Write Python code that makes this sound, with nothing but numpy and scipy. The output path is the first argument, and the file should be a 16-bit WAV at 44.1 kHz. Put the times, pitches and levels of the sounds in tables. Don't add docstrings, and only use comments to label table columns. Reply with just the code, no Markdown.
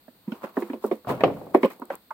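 import sys
import numpy as np
from scipy import signal
from scipy.fft import rfft, irfft
from scipy.io import wavfile

SR = 44100
rng = np.random.default_rng(int(sys.argv[2]) if len(sys.argv) > 2 else 0)


def materialize(psi):
    bounded = np.clip(np.atleast_2d(psi).T, -1, 1)
    quanta = np.round(bounded * 32767).astype(np.int16)
    wavfile.write(sys.argv[1], SR, quanta)


N = 94329

# (frequency [Hz], relative level per Hz [dB])
AIR_SPECTRUM = [(20, -31.5), (45, -7.5), (90, -4.5), (230, 1), (400, -5.5), (750, -8.5), (1400, -12.5),
                (3000, -14.5), (4400, -9.5), (5600, -25.5), (7000, -23), (8600, -15.5), (11000, -24),
                (13500, -7.5), (16000, -15.5)]
# (frequency [Hz], relative level per Hz [dB])
RUB_SPECTRUM = [(25, -46.5), (60, -53), (200, 0), (550, -2.5), (1100, 1), (1700, -13.5), (2600, -16),
                (5000, -32.5), (16000, -50)]
GRIT_SPECTRUM = [(500, -20), (2500, 4), (4200, 8.5), (6000, 2), (8000, 7), (11000, 5), (14000, 12.5),
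                 (16000, 11)]
SNAP_SPECTRUM = [(1000, -33), (4000, -13), (7000, -8), (8000, 6.5), (10000, -6), (13000, 7.5), (16000, 1.5)]
# (frequency [Hz], side minus mid [dB])
STEREO_WIDTH = [(100, -15.5), (400, -11.5), (1000, -7), (2200, 0.5), (4500, 0.5), (15000, 1)]
# (time of the peak [s], rise [s], fade [s], rub level [dB], grit level [dB])
SCUFFS = [(0.344, 0.06, 0.068, -50, -58.5), (0.443, 0.021, 0.028, -37.5, -54.5),
          (.503, 0.045, 0.0052, -55.5, -66), (0.604, 0.045, 0.088, -44.5, -51.5),
          (0.737, 0.019, 0.016, -52, -62.5), (0.846, 0.023, 0.064, -48.5, -50),
          (0.931, 0.014, 0.017, -50.5, -60), (1.103, 0.023, 0.04, -30, -43.5),
          (1.263, 0.06, 0.053, -38.5, -60), (1.37, 0.1, 0.2, -61, -59), (1.548, 0.006, 0.025, -38.5, -47),
          (1.646, 0.025, 0.033, -43.5, -50), (1.707, 0.0065, 0.027, -48, -50),
          (1.936, 0.03, 0.016, -38.5, -55)]
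# (time [s], level [dB])
GRIT_SNAPS = [(0.864, -40.5), (.955, -48.5), (1.209, -48), (1.2355, -52), (1.55, -39), (1.658, -38.5),
              (1.704, -47), (1.798, -45), (1.854, -45), (1.9534, -35)]
# (time [s], level [dB])
PLANK_RATTLES = [(1.181, -37), (1.277, -22), (1.298, -26.5), (1.367, -35), (1.411, -32.5), (1.466, -36)]
# (time [s], thud pitch [Hz], thud level [dB], knock pitch [Hz], knock level [dB],
#   wood clatter level [dB], clack pitch [Hz], clack level [dB], wall boom level [dB])
WALL_KICKS = [(1.046, 260, -44.5, 746, -55, -41, 1180, -43.5, -55),
              (1.0703, 127, -35.5, 713, -28.5, -35.5, 1170, -35, -32.5),
              (1.0977, 154.8, -26.5, 494, -21, -23.5, 1470, -29.5, -27.5),
              (1.1076, 130, -45, 1019, -28, -25.5, 1270, -34, -33),
              (1.206, 260, -31, 641, -25.5, -31, 1920, -27, -33.5),
              (1.2358, 420, -7.5, 495, -16, -7, 2507, -19.5, -21.5)]
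# (time [s], thud pitch [Hz], thud level [dB], knock pitch [Hz], knock level [dB],
#   wood clatter level [dB], clack pitch [Hz], clack level [dB], deck ring level [dB], left minus right [dB])
DECK_HOOVES = [(.080, 239, -40.5, 637, -40.5, -49.5, 1540, -54, -53, -5),
               (0.276, 205.5, -21, 374, -40, -51, 2220, -52.5, -30.5, -2.5),
               (0.319, 233, -21, 1446, -38, -34.5, 2920, -39.5, -41.5, -3),
               (.438, 208, -31, 547, -26, -35, 1410, -30.5, -35.5, -3),
               (0.5674, 402, -25.5, 1810, -35.5, -23.5, 1500, -31.5, -35, -1),
               (.573, 261, -16, 1020, -29.5, -25, 1640, -45, -21.5, -3),
               (0.621, 365, -21, 1073, -34.5, -35, 2240, -37, -25, -3.5),
               (0.698, 277, -23.5, 500, -33.5, -40, 1887, -38.5, -28, -2.5),
               (.732, 250, -27, 537, -31.5, -28.5, 2460, -42.5, -27.5, -2),
               (0.84, 412.6, -14, 1030, -29.5, -21, 960, -31.5, -21.5, -2),
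               (0.843, 268, -19.5, 1370, -37.5, -28, 1240, -48.5, -24, -3.5),
               (.912, 375, -14.5, 689, -23.5, -21.5, 2320, -35.5, -25.5, -3),
               (0.9219, 227, -24, 503, -24.5, -31.5, 3900, -49, -38, -2.5),
               (1.543, 272, -15, 744, -28, -17, 1100, -24, -50, -2),
               (1.5457, 369.5, -6, 1082, -19, -8, 2000, -25.5, -17, -1),
               (1.6304, 255, -14, 2188, -24, -16.5, 2335, -25, -51, 0),
               (1.632, 378, -14.5, 1009, -21, -23.5, 930, -26, -45, -3.5),
               (1.646, 211, -18.5, 506, -11, -20.5, 2540, -27.5, -67, -2),
               (1.654, 544, -20, 1042, -21.5, -50, 1290, -33.5, -57, -1.5),
               (1.706, 257, -64, 990, -54, -53, 2190, -41.5, -69, 1),
               (1.795, 241, -52, 910, -48, -41.5, 990, -63.5, -41.5, -2),
               (1.818, 264, -29, 974, -31, -35, 1247, -38, -38.5, -2),
               (1.9015, 557, -19.5, 770, -25.5, -31, 1510, -31.5, -46, -1.5),
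               (1.9025, 473, -34, 555, -24.5, -40, 1970, -39, -68, -1.5),
               (2.1059, 905, -28.5, 1060, -31, -51.5, 1240, -34, -67, -3),
               (2.11, 625, -42.5, 2087, -49, -62.5, 1435, -48, -72, 0)]
# (frequency [Hz], relative level [dB], time to fall 60 dB [s])
WALL_MODES = [(118, -18.5, 0.36), (174.3, 1, 0.14), (276.5, -4, 0.72), (319, -8, .25), (419, 3, 0.18),
              (513, -1.5, 0.33), (758, -4, 0.11), (918.6, 9.5, 0.074), (1650, -14.5, 0.08),
              (1884, -20.5, 0.073), (3050, -18, 0.093)]
DECK_MODES = [(214, -1, 0.13), (267.5, 10, 0.039), (355.6, 0.5, 0.14), (503.6, -14.5, 0.25),
              (585, -50, 0.1), (765, -29, 0.043), (974.5, 2.5, 0.041)]
# (frequency [Hz], band level [dB], decay [s], tail relative to onset [dB], tail decay [s])
WALL_BOOM = [(34.3, -44, 0.14, -10.5, 0.22), (75.5, -31, 0.03, 3.5, 0.14), (147.5, -7.5, 0.043, -2, 0.1),
             (300, -12.5, 0.021, -14.5, 0.24), (580, 1, 0.024, -16, 0.16), (1010, -27, .035, -12.5, 0.66),
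             (1810, -28, 0.024, -10, 0.21), (3930, -19, 0.0033, -11, 0.0325)]
# (frequency [Hz], band level [dB], decay [s], tail relative to onset [dB], tail decay [s])
WOOD_CLATTER = [(66.4, -50.5, 0.013, -19, .06), (151, -47, 0.0043, -9.5, 0.039),
                (298, -8.5, 0.0022, 8.5, 0.02), (532, -6.5, 0.013, -8.5, 0.029),
                (1040, -5.5, 0.0049, -53, 0.011), (1510, -21, 0.0043, -25, 0.01),
                (2330, -36, 0.0033, -11.5, 0.024), (5000, -57, .003, -24, 0.024)]
# (ratio to its pitch [-], band level [dB], decay [s], tail relative to onset [dB], tail decay [s])
HOOF_CLACK = [(.45, -26.5, 0.0045, -18, 0.016), (.72, -11, 0.0045, -8, 0.025),
              (1, 4.5, 0.0064, -19.5, 0.039), (1.25, -13.5, 0.0017, -10, 0.0073),
              (1.6, -17, 0.017, -16.5, 0.052), (2.4, -27, 0.0043, -33.5, 0.04),
              (4, -29.5, 0.0028, -27, 0.027), (7, -31.5, .003, -13, .02)]

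AIR_DB = -59.5
GRAIN_SPREAD_DB, GRAINS_PER_S = 1.5, 1200
FLICKER_DB, FLICKER_CLUMP_S = 1.5, 0.0052
THUD_RISE_S, THUD_DECAY_S = 0.008, 0.0041
KNOCK_RISE_S, KNOCK_DECAY_S = 0.0033, 0.0035
WOOD_RISE_S, DECK_RING_RISE_S = 0.0011, 0.0093
SPOT_DETUNE = 0.025
BANDS_HZ = np.geomspace(35, 16000, 25)
BOARD_HZ, PLACE_SHARE = 356, 0.17
CONTACT_RATIO = 0.77
DECK_LOW_HZ, WALL_LOW_HZ = 175, 45.3
LEFT_LATE_S = 0.00007
CUT_HZ = 16200


def amp(db):
    return 10 ** (np.asarray(db) / 20)


def unit(x):
    return x / np.sqrt(np.mean(x ** 2) + 1e-20)


def read(table, hz, axis=1):
    columns = np.transpose(table)
    return np.interp(np.log(hz + 1), np.log(columns[0] + 1), columns[axis])


def add(mix, s, sound):
    start = max(round(s * SR), 0)
    part = mix[:, start:][:, :sound.shape[-1]]
    part += sound[..., :part.shape[1]]


def spread(pair):
    hz = np.fft.rfftfreq(pair.shape[1], 1 / SR)
    mid, side = rfft(pair)
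    width = amp(read(STEREO_WIDTH, hz))
    left_right = np.array([mid + width * side, mid - width * side])
    return hz, left_right / np.sqrt(1 + width ** 2)


def colour(pair, spectrum):
    hz, spectra = spread(pair)
    return unit(irfft(spectra * amp(read(spectrum, hz)), pair.shape[1]))


def swell(t, rise):
    return (1 - np.exp(-t / rise)) ** 2


def air():
    return amp(AIR_DB) * colour(rng.standard_normal((2, N)), AIR_SPECTRUM)


def grains(spectrum):
    sizes = amp(GRAIN_SPREAD_DB * np.minimum(rng.exponential(1, (2, N)), 4))
    sizes = sizes * rng.choice([-1, 1], (2, N))
    slips = rng.random((2, N)) < GRAINS_PER_S / SR
    return colour(sizes * slips, spectrum)


def scuffs():
    t, rub, grit = np.arange(N) / SR, np.zeros(N), np.zeros(N)
    for s, rise, fade, rub_db, grit_db in SCUFFS:
        shape = np.exp(-(np.minimum(t - s, 0) / rise) ** 2 - np.maximum(t - s, 0) / fade)
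        rub += amp(rub_db) * shape
        grit += amp(grit_db) * shape
    memory = np.exp(-1 / (FLICKER_CLUMP_S * SR))
    clumps = unit(signal.lfilter([1], [1, -memory], rng.standard_normal(N)))
    sliding = rub * grains(RUB_SPECTRUM) + grit * grains(GRIT_SPECTRUM)
    return sliding * amp(FLICKER_DB * clumps)


def snaps(decay=0.0008, size=1024):
    out, t = np.zeros((2, N)), np.arange(size) / SR
    pulse = t / decay * np.exp(1 - t / decay)
    for s, db in GRIT_SNAPS:
        noise = colour(rng.standard_normal((2, size)), SNAP_SPECTRUM)
        add(out, s, amp(db) * noise * pulse)
    return out


def blow(hz, rise, decay, size=4096):
    t = np.arange(size) / SR
    shape = swell(t, rise) * np.exp(-t / decay)
    return shape / shape.max() * np.sin(2 * np.pi * hz * t)


def ring(modes, size, rise=DECK_RING_RISE_S):
    t = np.arange(size) / SR
    spot = 1 + SPOT_DETUNE * rng.uniform(-1.06, 1)
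    total = np.zeros(size)
    for hz, db, t60 in modes:
        total += amp(db - 60 * t / t60) * np.sin(2 * np.pi * (spot * hz * t + rng.random()))
    return swell(t, rise) * total


def burst(table, size=8192, pitch=1, evenness=0.51):
    t, out = np.arange(size) / SR, np.zeros((2, size))
    hz, spectra = spread(rng.standard_normal((2, size)))
    step = np.log(BANDS_HZ[1] / BANDS_HZ[0])
    table = [(row[0] * pitch, *row[1:]) for row in table]
    lowest, highest = table[0][0] / np.sqrt(2), table[-1][0] * np.sqrt(2)
    for centre in BANDS_HZ[(BANDS_HZ > lowest) & (BANDS_HZ < highest)]:
        db, decay, tail_db, tail = (read(table, centre, axis=k) for k in range(1, 5))
        window = np.sqrt(np.maximum(1 - abs(np.log((hz + 1) / centre)) / step, 0))
        band = np.fft.ifft(spectra * window, size)
        band = band.real / np.linalg.norm(band, axis=0) ** min(evenness, 1)
        rise = WOOD_RISE_S * np.sqrt(1000 / centre)
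        shape = swell(t, rise) * (np.exp(-t / decay) + amp(tail_db) * np.exp(-t / tail))
        loudness = np.sqrt(np.mean(shape ** 2)) / shape.max() / 2
        out += amp(db) * unit(band * shape) * loudness
    return out


def clatter(thud_hz, clack_hz):
    corner = min(CONTACT_RATIO * clack_hz, SR / 4)
    dulling = signal.butter(2, corner, fs=SR, output="sos")
    wood = burst(WOOD_CLATTER, pitch=(thud_hz / BOARD_HZ) ** PLACE_SHARE)
    return signal.sosfilt(dulling, wood)


def radiate(x, low_hz, order):
    return signal.sosfilt(signal.butter(order, low_hz, "highpass", fs=SR, output="sos"), x)


def rattles():
    out = np.zeros((2, N))
    for s, db in PLANK_RATTLES:
        add(out, s, amp(db) * clatter(thud_hz=517, clack_hz=1500))
    return radiate(out, WALL_LOW_HZ, order=2)


def wall(modes_db=-6, thud_cycles=3):
    out = np.zeros((2, N))
    for s, thud_hz, thud_db, knock_hz, knock_db, wood_db, clack_hz, clack_db, boom_db in WALL_KICKS:
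        add(out, s, amp(thud_db) * blow(thud_hz, rise=0.00053, decay=thud_cycles / thud_hz))
        add(out, s, amp(knock_db) * blow(knock_hz, rise=0.00051, decay=0.014))
        add(out, s, amp(wood_db) * clatter(thud_hz, clack_hz))
        add(out, s, amp(clack_db) * burst(HOOF_CLACK, pitch=clack_hz))
        modes = amp(modes_db) * ring(WALL_MODES, size=32768, rise=0.0036)
        add(out, s, amp(boom_db) * (burst(WALL_BOOM, size=32768) + modes))
    return radiate(out, WALL_LOW_HZ, order=2)


def hooves():
    out, t = np.zeros((2, N)), np.arange(N) / SR
    for s, thud_hz, thud_db, knock_hz, knock_db, wood_db, clack_hz, clack_db, ring_db, pan_db in DECK_HOOVES:
        sides = amp([[pan_db / 2], [-pan_db / 2]])
        add(out, s, sides * amp(thud_db) * blow(thud_hz, THUD_RISE_S, THUD_DECAY_S))
        add(out, s, sides * amp(knock_db) * blow(knock_hz, KNOCK_RISE_S, KNOCK_DECAY_S))
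        add(out, s, sides * amp(wood_db) * clatter(thud_hz, clack_hz))
        add(out, s, sides * amp(ring_db) * ring(DECK_MODES, size=8192))
        add(out, s, sides * amp(clack_db) * burst(HOOF_CLACK, pitch=clack_hz))
    out[0] = np.interp(t - LEFT_LATE_S, t, out[0])
    return radiate(out, DECK_LOW_HZ, order=3)


def scene():
    return air() + scuffs() + snaps() + rattles() + wall() + hooves()


def record(dry):
    lowpass = signal.firwin(255, CUT_HZ, window=("kaiser", 9), fs=SR)
    return signal.oaconvolve(dry, lowpass[None], "same")


dry = scene()
out = record(dry)
materialize(out)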